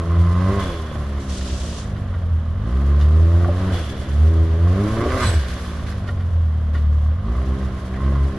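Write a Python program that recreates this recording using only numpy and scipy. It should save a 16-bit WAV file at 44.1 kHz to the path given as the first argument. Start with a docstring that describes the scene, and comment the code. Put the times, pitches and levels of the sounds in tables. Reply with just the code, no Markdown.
"""A buggy's engine revs in bursts as it climbs a rock ledge in a wood: tones at multiples of its firing rate,
with noise that swells at each firing and rings the tailpipe and silencer. Air whistles and hisses as the throttle
shuts, shaped from noise. A tyre scrubs (flickering noise) and squeals (wavering tones with rough rings).
Short rattles through ringing modes make chassis and stone knocks, a few misfires and a bark pulse.
A second engine idles steadily nearby. Rocks and trees scatter part of the sound to the sides."""
import sys
import numpy as np
from scipy import signal
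from scipy.fft import rfft, irfft
from scipy.io import wavfile
from scipy.ndimage import uniform_filter1d

SR = 44100
rng = np.random.default_rng(int(sys.argv[2]) if len(sys.argv) > 2 else 0)


def master_out(mix):
    """Clip the mix to full scale and print it as 16-bit PCM to the path in sys.argv[1]."""
    frames = np.transpose(np.atleast_2d(mix))
    ceiling = np.clip(frames, -1, 1)
    pcm = np.round(ceiling * 32767).astype(np.int16)
    wavfile.write(sys.argv[1], SR, pcm)


N = 369553   # length in samples


def from_db(db):
    """Turn decibels into a gain."""
    return 10 ** (np.asarray(db) / 20)


def rms_one(x):
    """Scale a sound to an average strength (rms) of 1."""
    return x / np.sqrt(np.mean(x ** 2) + 1e-20)


def in_time(rows):
    """Draw straight lines between table rows: each column becomes a curve with one value a sample."""
    times, *columns = np.transpose(rows)
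    return [np.interp(np.arange(N) / SR, times, column) for column in columns]


def brief(rows):
    """Draw a short curve of dB columns, all but silent (-99 dB) before and after."""
    silent = [-99] * (len(rows[0]) - 1)
    before = (rows[0][0] - .02, *silent)
    after = (rows[-1][0] + .02, *silent)
    return in_time([before] + rows + [after])


def bursts(rows):
    """Add up gains of events (start t/s, level/dB, t60/s, rise/s) that rise quickly and die away."""
    total = np.zeros(N)
    for start, db, t60, rise in rows:
        after = np.maximum(np.arange(N) / SR - start, 0)
        total += from_db(db - 60 * after / t60) * np.minimum(after / rise, 1)
    return total


def drift(rate_hz):
    """Wander at random with spread 1: noise smoothed twice, drawn at every 40th sample and joined up."""
    r = np.exp(-80 * np.pi * rate_hz / SR)
    noise = rng.standard_normal(N // 40 + 2002)
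    slow = signal.lfilter([1], [1, -2 * r, r * r], noise)[2000:]   # drop the filter's start
    return np.interp(np.arange(N) / 40, np.arange(len(slow)), rms_one(slow))


def at_hz(points, hz=np.arange(1, N // 2 + 2) * SR / N):
    """Read a spectrum's level at given frequencies, or at every FFT bin."""
    table = np.array(points)
    return np.interp(np.log(hz), np.log(table[:, 0]), table[:, 1])


def coloured(noise, spectrum):
    """Shape noise with a spectrum; rms 1."""
    return rms_one(irfft(rfft(noise) * from_db(at_hz(spectrum)), N))


def resonance(x, hz, width_hz):
    """Ring at one frequency: a two-pole filter with a peak gain of about 1."""
    r = np.exp(-np.pi * width_hz / SR)
    top = np.array([1, 0, -1]) * (1 - r * r) / 2
    return signal.lfilter(top, [1, -2 * r * np.cos(2 * np.pi * hz / SR), r * r], x)


def hollow(x, peaks):
    """Ring several hollow resonances (f/Hz, width/Hz, level/dB) side by side; rms 1."""
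    total = 0
    for hz, width_hz, db in peaks:
        once = resonance(x, hz, 1.5 * width_hz)   # two wider passes together give about the listed width
        total = total + from_db(db) * rms_one(resonance(once, hz, 1.5 * width_hz))
    return rms_one(total)


def orders(turns, levels, uneven_db, wander=0, breakup=0):
    """Add tones at multiples of the firing rate; each wavers in level and slips in phase, slowly and fast."""
    total = 0
    for k, db in levels:
        slow_slip = (k - 1) * wander * drift(3)
        fast_slip = breakup * drift(28)
        level = np.sqrt(2) * from_db(db + uneven_db * drift(7.2))
        total = total + level * np.cos(2 * np.pi * (k * turns + slow_slip + fast_slip))
    return total


def puffs(turns, depth, sharp):
    """Make noise that swells at each firing, every firing with its own strength."""
    strength = from_db(rng.normal(0, 5.6, int(turns[-1]) + 2))[turns.astype(int)]
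    swell = strength * np.exp(-sharp * (turns % 1))
    return (1 - depth + depth * swell) * rng.standard_normal((2, N))


def gritty(spectrum, flicker_db, split_hz=6000):
    """Colour noise whose low and high grit flicker apart; rms 1."""
    noise = coloured(rng.standard_normal((2, N)), spectrum)
    low = signal.sosfilt(signal.butter(2, split_hz, fs=SR, output="sos"), noise)
    total = 0
    for part in (low, noise - low):
        total = total + from_db(flicker_db * (drift(38) + .5 * drift(8.5))) * part
    return rms_one(total)


# Speed of the climbing engine: t/s, firing rate f/Hz
SPEED = [(0.0, 83.3), (0.3, 86.2), (0.4, 89.9), (0.55, 100.0), (0.6, 97.8), (0.7, 87.2), (0.8, 79.9),
         (1.1, 69.8), (1.2, 68.7), (1.35, 64.0), (1.5, 65.0), (1.6, 62.6), (1.8, 52.8), (2.3, 41.4),
         (2.45, 39.5), (2.52, 41.5), (2.8, 69.0), (3.0, 72.0), (3.2, 80.9), (3.4, 86.7), (3.5, 87.3),
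         (3.6, 92.6), (3.7, 94.3), (3.9, 67.9), (4.0, 64.2), (4.1, 67.9), (4.2, 75.7), (4.3, 80.8),
         (4.38, 81.5), (4.55, 81.1), (4.7, 88.7), (4.8, 100.3), (5.0, 113.8), (5.1, 126.5), (5.15, 129.6),
         (5.25, 121.5), (5.275, 108), (5.3, 86), (5.36, 79), (5.41, 71), (5.45, 60.9), (5.6, 61.3),
         (5.8, 53.5), (6.2, 44.1), (6.5, 39.2), (7.0, 37.0), (7.15, 39.7), (7.25, 53.7), (7.4, 64.3),
         (7.55, 66.8), (7.85, 62.0), (8.1, 68.7), (8.2, 69.1), (8.37, 66.4)]


def engine_speed(lag_s=0):
    """Give the engine's firings per second; a lag makes the same curve come later."""
    return in_time([(s + lag_s, hz) for s, hz in SPEED])[0]


# How hard the engine fires, about 0 under full pull: t/s, level/dB
LOAD = [(0, -9.5), (.2, 1.5), (.3, -4.5), (.5, -1), (.6, -8.5), (.8, -23), (1.0, -6), (1.1, -15), (1.6, -8),
        (1.8, -19), (1.9, -9.5), (2.1, -11), (2.4, -5), (2.5, -12.5), (2.7, -2), (3.0, -3), (3.2, 3.5),
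        (3.5, -4.5), (3.8, -6.5), (3.85, -21), (4.05, -16.5), (4.2, 2), (4.55, -2.5), (4.7, 2), (4.8, -2),
        (5.0, 3), (5.15, -11.5), (5.27, 4), (5.295, -3.5), (5.325, -14), (5.36, 1.5), (5.41, -2.5),
        (5.44, -7.5), (5.5, -8), (5.7, -19), (6.0, -14.5), (6.3, -10.5), (6.4, -6.5), (6.5, -10), (6.7, -5),
        (6.9, -9), (7.1, -5.5), (7.2, -13.5), (7.3, 0.5), (7.5, -5), (7.8, -15), (8.1, -3), (8.25, -4.5),
        (8.3, -14)]


def engine_load():
    """Give the strength of firing over time."""
    return in_time(LOAD)[0]


# Levels that follow engine speed: firing rate f/Hz, roar level/dB, hiss level/dB, drone level/dB, snarl level/dB
BY_SPEED = [(41.4, -37.5, -57, -36, -80), (50.8, -34.5, -52.5, -33, -41.5),
            (66, -33.5, -49.5, -33.5, -40.5), (82.5, -33, -48.5, -36, -38),
            (92.2, -27.5, -43.5, -33.5, -32), (134, -24.5, -36.5, -26, -23)]


def by_speed(firing_hz):
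    """Give the roar, hiss, drone and snarl levels that belong to an engine speed."""
    hz, *columns = np.transpose(BY_SPEED)
    return [np.interp(firing_hz, hz, column) for column in columns]


BREAKUP_HZ, BREAKUP_TURNS = 107, .1   # firing rate where raggedness begins; its full size in firing cycles


def raggedness(firing_hz):
    """Firing turns ragged at high revs: give the timing scatter in firing cycles."""
    return BREAKUP_TURNS * np.clip((firing_hz - BREAKUP_HZ) / 10, 0, 1)


# The two lowest orders under full pull, loudest near the silencer's ring: f/Hz, level/dB rms
FIRST_ORDER = [(38, -32), (50, -19.5), (60, -19.5), (70, -14), (80, -14), (88, -13.5), (100, -19.5),
               (114, -27), (130, -42)]
SECOND_ORDER = [(74, -15), (82, -12.5), (90, -16), (100, -20), (120, -37.5), (135, -26.5), (150, -31),
                (170, -27.5), (195, -23), (225, -26), (260, -26)]
# How the exhaust pipe colours the upper orders: f/Hz, level/dB
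PIPE = [(110, 0), (160, -1), (200, 0), (235, 1), (252, -9), (270, 3.5), (300, -4), (340, 4), (368, -2),
        (400, 5), (450, -8.5), (510, -7.5), (545, -2.5), (580, -1), (625, -9.5), (700, -4), (1000, -61)]
# Swell of the orders from pull to pull: t/s, second order level/dB, upper orders level/dB
SWELL = [(0, 0.5, 1.5), (.25, 3.5, -2), (.5, 0.5, 0), (.7, 5, 1.5), (1.0, 0.5, -0.5), (1.4, -8.5, 1),
         (1.8, -2, -0.5), (2.2, -2.5, -0.5), (2.7, -1.5, 0.5), (3.0, 3, -0.5), (3.3, -2.5, 2.5),
         (3.6, -2, -1.5), (3.68, 3.5, -3), (3.78, 0.5, -0.5), (3.9, 2.5, 3), (4.15, -1.5, -2),
         (4.35, -3.5, 3.5), (4.6, -2.5, 2), (4.8, -2, 2), (4.95, -5, -3), (5.1, -2, 0), (5.25, -2.5, -3),
         (5.6, -2, 0), (6.2, -1, 0), (7.0, 2, -1), (7.3, -1, -0.5), (7.45, -2, -0.5), (7.6, 1.5, 3),
         (7.8, 3.5, 1.5), (7.95, -0.5, 0), (8.1, 1.5, 3.5), (8.2, 5, -1), (8.38, 0, 2.5)]
SECOND_FOLLOWS, DRONE_FOLLOWS, SNARL_FOLLOWS = 0.6, 0.18, 0.24   # share of the load's swing in dB
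SNARL_HZ = 268   # orders pass from drone to snarl around here
ORDER_FALL_DB = -1.47   # each further upper order is weaker
STRAIN_DB, STRAIN_AT_PEAK_DB = 1.6, 3   # unevenness of the upper orders; what high revs add
OVERRUN_DB = -2.5   # fade of the upper orders per 100 firings per s lost in a second; the second fades half


def climbing_engine(firing_hz, load_db, drone_db, snarl_db):
    """Exhaust tone: the low orders boom in the silencer, the upper ones swell as they cross pipe resonances."""
    turns = np.cumsum(firing_hz) / SR   # firings so far
    slowing = np.maximum(-uniform_filter1d(np.gradient(firing_hz) * SR, size=2000), 0)   # firings per s, per s
    overrun_db = OVERRUN_DB * slowing / 100
    second_swell_db, upper_swell_db = in_time(SWELL)
    first_db = load_db + at_hz(FIRST_ORDER, firing_hz)
    second_db = SECOND_FOLLOWS * load_db + at_hz(SECOND_ORDER, 2 * firing_hz)
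    second_db = second_db + overrun_db / 2 + second_swell_db
    drone_db = drone_db + DRONE_FOLLOWS * load_db + overrun_db + upper_swell_db
    snarl_db = snarl_db + SNARL_FOLLOWS * load_db + overrun_db + upper_swell_db
    upper = []
    for k in range(3, 10):
        snarling = np.clip((k * firing_hz / SNARL_HZ - 1) * 10 + .5, 0, 1)
        base_db = drone_db + snarling * (snarl_db - drone_db)
        upper.append((k, base_db + ORDER_FALL_DB * (k - 3) + at_hz(PIPE, k * firing_hz)))
    strain_db = STRAIN_DB + STRAIN_AT_PEAK_DB * np.clip((firing_hz - 90) / 35, 0, 1)
    breakup = raggedness(firing_hz)
    low_tone = orders(turns, [(1, first_db), (2, second_db)], uneven_db=1.24, wander=.04, breakup=breakup)
    return low_tone + orders(turns, upper, strain_db, wander=.04, breakup=breakup)


# Colour of the roar: f/Hz, relative level/dB per Hz
ROAR = [(25, 6.5), (55, 9), (85, 12), (150, -1), (300, -1.5), (430, -3), (540, 0.5), (700, -3),
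        (850, -10.5), (1100, -4.5), (1500, -11), (2000, -15.5), (2400, -25.5), (3200, -18.5),
        (12000, -79.5)]
# Tailpipe rings, close neighbours of the main one, and a coarse ring at full revs: f/Hz, width/Hz, level/dB
BARK = [(1070, 55, 0), (1540, 70, -13), (2015, 70, -14)]
BARK_UPPER = [(1145, 65, -3), (1205, 65, -8)]
RASP = [(1540, 220, 0), (1950, 240, -2)]
# Loudness of the tailpipe bark: t/s, level/dB
BARK_LEVEL = [(0, -40), (.085, -42), (.11, -34.5), (.195, -41), (.24, -35.5), (.33, -38.5), (.45, -34),
              (.6, -34.5), (.7, -43), (1.0, -46.5), (1.6, -58), (2.5, -55), (2.7, -45), (3.0, -45),
              (3.6, -48), (3.72, -47), (4.0, -66), (4.2, -53), (4.65, -50), (4.9, -42), (5.03, -35.5),
              (5.07, -40), (5.12, -34), (5.18, -34.5), (5.22, -25.5), (5.26, -35), (5.3, -51), (5.6, -46),
              (6.4, -56), (7.2, -50), (7.25, -43.5), (7.39, -43), (7.43, -47.5), (7.75, -49), (7.94, -53),
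              (8.0, -40.5), (8.11, -41), (8.14, -41), (8.22, -39.5), (8.25, -49), (8.38, -49)]
# How the ring leans from the tailpipe rings to the neighbours: t/s, neighbours' level/dB
BARK_LEAN = [(0, -1), (.3, -2), (.45, -6), (.6, -8), (.75, -2), (1.5, 0), (3.4, 2), (4.4, -3), (4.9, -2),
             (5.07, 6), (5.25, 4), (6.5, 0), (7.35, 3), (7.7, -4), (8.1, -7), (8.38, -6)]
ROAR_FOLLOWS = 0.02   # share of the load's swing in dB
STEP_DB, RASP_DB = 11, -9   # pressure steps before their lean, against puffs; full rasp against bark


def exhaust_noise(firing_hz, load_db, roar_db):
    """Gas rushing out at each firing: broad roar, and a bark where pressure steps and puffs ring the tailpipe."""
    turns = np.cumsum(firing_hz) / SR
    ragged = raggedness(firing_hz)
    roar = coloured(puffs(turns, depth=.22, sharp=2.5), ROAR)
    uneven_turns = np.maximum.accumulate(turns + (.012 + .15 * ragged) * drift(40))   # never runs backwards
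    firings = np.diff(np.floor(uneven_turns), prepend=0)   # a click at each firing
    steps = from_db(STEP_DB) * rms_one(firings * from_db(2.5 * drift(25)))
    steps = steps * [[1.3], [-.3]]   # an inverted copy in the side part leans the steps to the right
    drive = steps + rms_one(puffs(turns, depth=0.5, sharp=3.5))
    upper = from_db(in_time(BARK_LEAN)[0])
    bark = (hollow(drive, BARK) + upper * hollow(drive, BARK_UPPER)) / np.sqrt(1 + upper ** 2)
    rasp = hollow(drive * from_db(3 * drift(80)), RASP)
    rasp = from_db(RASP_DB) * ragged / BREAKUP_TURNS * rasp
    bark_gain = from_db(in_time(BARK_LEVEL)[0])
    return from_db(roar_db + ROAR_FOLLOWS * load_db) * roar + bark_gain * (bark + rasp)


# Low ring at full revs: t/s, level/dB
BOOM = [(4.98, -42), (5.008, -24.5), (5.114, -45), (5.16, -18), (5.184, -22), (5.208, -39), (5.255, -16),
        (5.275, -37)]
# The silencer's resonance: f/Hz, width/Hz, level/dB
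SILENCER = [(87, 17, 0)]


def boom():
    """Uneven firing rings the silencer at full revs: a lumpy low note made from narrow noise."""
    return from_db(brief(BOOM)[0]) * hollow(rng.standard_normal((2, N)), SILENCER)


# Air let go as the throttle shuts: t/s, whistle level/dB, hiss level/dB, whistle t60/s
BLOW_OFF = [(.59, -41.5, -41, 1.5), (3.72, -42, -39, 2.0), (5.21, -43, -36, 1.4), (5.48, -55, -45, 2.2)]
# The valve's hollow whistle: f/Hz, width/Hz, level/dB
VALVE = [(2960, 120, -4), (3130, 100, -3), (3415, 95, 1)]


def blow_off():
    """Boost air escapes at once and whistles in the valve, dying away as the pressure falls."""
    level = bursts([(s, whistle_db, t60, 0.0097) for s, whistle_db, _, t60 in BLOW_OFF])
    return level * from_db(2.5 * drift(30)) * hollow(rng.standard_normal((2, N)), VALVE)


# Colour of the valve air: f/Hz, relative level/dB per Hz
HISS = [(900, -35.5), (1500, 4), (2600, -5), (4100, -6), (6300, -11.5), (8000, -17.5), (12000, -16)]
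# Short tyre slips: t/s, level/dB rms before the decay, t60/s, rise/s
SCUFFS = [(2.98, -46, 0.64, 0.03), (4.78, -66, 0.3, .02), (5.17, -27, 1, 0.051), (5.86, -38, 0.36, 0.015),
          (6.06, -42.5, 0.25, 0.022), (6.73, -47, 0.63, 0.0084)]
HISS_RISE_S, HISS_OUTLASTS = 0.0046, 1.26   # rise of the valve hiss; its t60 against the whistle's


def hiss(hiss_db):
    """Intake air, valve air and short tyre slips share one broad hiss, their powers added."""
    valve = bursts([(s, db, HISS_OUTLASTS * t60, HISS_RISE_S) for s, _, db, t60 in BLOW_OFF])
    level = np.sqrt(from_db(hiss_db) ** 2 + valve ** 2 + bursts(SCUFFS) ** 2)
    return level * gritty(HISS, flicker_db=1.33)


# Colour of a tyre sliding on rock: f/Hz, relative level/dB per Hz
SCRUB = [(1200, -23), (2200, -11.5), (3140, -3.5), (4700, -6.5), (6000, -6), (10900, -18.5), (12200, -29.5)]
# One long tyre slide: t/s, level/dB rms
SLIDE = [(1.2, -49), (1.272, -53), (1.298, -41), (1.526, -41), (1.554, -42.5), (1.788, -40.5), (1.93, -64)]


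def tyre_slide():
    """A tyre scrubs over rock: gritty noise that flickers."""
    return from_db(brief(SLIDE)[0]) * gritty(SCRUB, flicker_db=1.2)


# Loudness of the squeal: t/s, first partial level/dB, second partial level/dB
SQUEAL = [(5.16, -54, -72), (5.178, -52, -80), (5.228, -44, -44), (5.272, -37, -38), (5.308, -53, -43),
          (5.4, -58, -61)]
SQUEAL_HZ = 3979   # first partial
SQUEAL_CLEAR = .9   # gain of the wavering pure tones


def squeal():
    """Rubber sticks and slips on the rock: two wavering partials with rough rings around them."""
    first_db, second_db = brief(SQUEAL)
    slip = rng.standard_normal((2, N))
    turns = SQUEAL_HZ * np.arange(N) / SR + .12 * drift(12) * [[1], [1]] + [[0], [.2]]   # side part shifted
    tone = []
    for k in (1, 2):
        level = SQUEAL_CLEAR * np.sqrt(2) * from_db(2.5 * drift(40))
        tone.append(level * np.cos(2 * np.pi * k * turns))
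    low = hollow(slip, [(1.032 * SQUEAL_HZ, 60, -2), (3350, 90, 0), (4600, 70, -3), (2950, 90, -1)])
    high = hollow(slip, [(2 * SQUEAL_HZ, 90, 0), (8570, 60, -2), (9100, 120, -5)])
    return from_db(first_db) * (tone[0] + low) + from_db(second_db) * (tone[1] + .6 * high)


# Knocks of chassis and stones, misfire bursts near 5 s, a bark pulse at 8.16 s:
# t/s, direct peak level/dB, favoured f/Hz, narrowing dB/octave, rattle decay to 1/e in s
KNOCKS = [(1.176, -30, 1800, 5, .01), (1.409, -29, 3000, 3, .008), (1.961, -35, 2500, 3, .015),
          (2.138, -30, 1500, 7, .008), (2.163, -30, 1130, 20, .003), (3.006, -26, 3600, 5, .02),
          (5.919, -33, 2900, 3, .012), (3.446, -16, 1130, 30, .002), (3.457, -23, 720, 30, .003),
          (3.482, -18, 580, 30, .007), (4.672, -23, 1130, 30, .002), (5.794, -30, 1130, 30, .003),
          (6.074, -28, 2200, 3, .016), (6.085, -23, 1500, 2, .008), (6.195, -33, 2000, 0, .025),
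          (6.742, -29, 1700, 2, .026), (6.746, -28, 1400, 4, .01), (7.935, -32, 1850, 20, .02),
          (4.96, -20, 400, 8, .02), (5.023, -17, 400, 10, .01), (5.048, -15, 400, 8, .02),
          (5.153, -18, 580, 6, .015), (1.031, -34, 2900, 3, .012), (1.83, -35, 3000, 3, .01),
          (5.422, -30, 3000, 3, .012), (8.158, -25, 1130, 30, .002)]
# Ringing modes that all these share: f/Hz, level/dB, t60/s
CHASSIS = [(300, -2, .05), (400, 0, .06), (580, 0, .09), (720, -2, .05), (1130, 0, .035), (1400, -2, .04),
           (1850, -2, .02), (2950, -7, .012), (3500, -10, .01), (4500, -15, .005)]


def knocks_and_misfires():
    """Each event is a sharp start and a short rattle that ring the modes near its favoured frequency most."""
    out, after = np.zeros((2, N)), np.arange(SR // 5) / SR
    for s, peak_db, near_hz, narrow_db, rattle_s in KNOCKS:
        rattle = rng.standard_normal((2, len(after))) ** 3 / 4   # cubing makes it spiky
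        rattle *= np.exp(-after / rattle_s) * np.minimum(3 * after / rattle_s, 1)
        rattle[:, 0] = (.014 / rattle_s) ** 1.6   # short events start hardest
        low_pass = signal.butter(3, 1.6 * near_hz, fs=SR, output="sos")
        soft = signal.sosfilt(low_pass, rattle)   # softens the start, as when rubber meets rock
        rung = 0
        for hz, db, t60 in CHASSIS:
            mode = rms_one(resonance(soft, hz, np.log(1000) / np.pi / t60))
            rung = rung + from_db(db - narrow_db * abs(np.log2(hz / near_hz))) * mode
        event = from_db(peak_db) * rung / np.abs(rung[0]).max() * [[1], [.3]]   # less is scattered
        at = round(s * SR)
        out[:, at:at + len(after)] += event[:, :N - at]
    return out


# Tones of the idling engine: multiple of its firing rate, level/dB rms
IDLE = [(1, -43.5), (1.5, -52), (2, -29.5), (2.5, -64), (3, -38), (4, -45.5), (5, -51.5)]
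IDLE_HZ = 36.81   # average firing rate


def idling_engine():
    """A second engine holds a steady drone whose speed hunts a little."""
    firing_hz = IDLE_HZ * (1 + 0.00756 * drift(0.555))
    return orders(np.cumsum(firing_hz) / SR, IDLE, uneven_db=1.5)


# Scattered side sound against the middle, before both are leaned: f/Hz, level/dB
SIDE_DB = [(60, -27), (110, -27), (190, -26), (350, -16), (620, -15), (1120, -7), (2010, -5), (3610, -4),
           (6480, 0), (11000, 0), (11800, -9)]
# Gain of the left channel against the right: f/Hz, level/dB
LEAN_DB = [(60, -0.5), (110, -0.5), (190, -0.5), (350, 0.0), (620, -0.5), (1120, -3.0), (2010, -1.5),
           (3610, 0.5), (6480, -0.5), (11600, 0.5)]
GAS_LAG_S = 0.05   # roar and hiss, drone and snarl levels trail the revs


def scene():
    """Noisy sources carry a direct and a scattered part, mostly unrelated; firing steps and squeal tones share."""
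    firing_hz, load_db = engine_speed(), engine_load()
    roar_db, hiss_db, drone_db, snarl_db = by_speed(engine_speed(GAS_LAG_S))
    tones = climbing_engine(firing_hz, load_db, drone_db, snarl_db) + idling_engine()
    noises = exhaust_noise(firing_hz, load_db, roar_db) + boom() + blow_off()
    noises = noises + hiss(hiss_db) + tyre_slide() + squeal() + knocks_and_misfires()
    direct, scattered = noises
    late = .8 * drift(3) * np.roll(tones, round(.021 * SR))   # echoes of the tones shift from side to side
    mid = rfft(direct + tones)
    side = rfft(scattered + late) * from_db(at_hz(SIDE_DB))
    lean = from_db(at_hz(LEAN_DB) / 2)   # half on each channel
    return np.array([irfft((mid + side) * lean, N), irfft((mid - side) / lean, N)])


def record(dry):
    """Cut the top steeply: from 12200 Hz up it is at least 45 dB down."""
    return signal.sosfilt(signal.cheby2(14, 45, 12200, fs=SR, output="sos"), dry)


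dry = scene()
out = record(dry)
master_out(out)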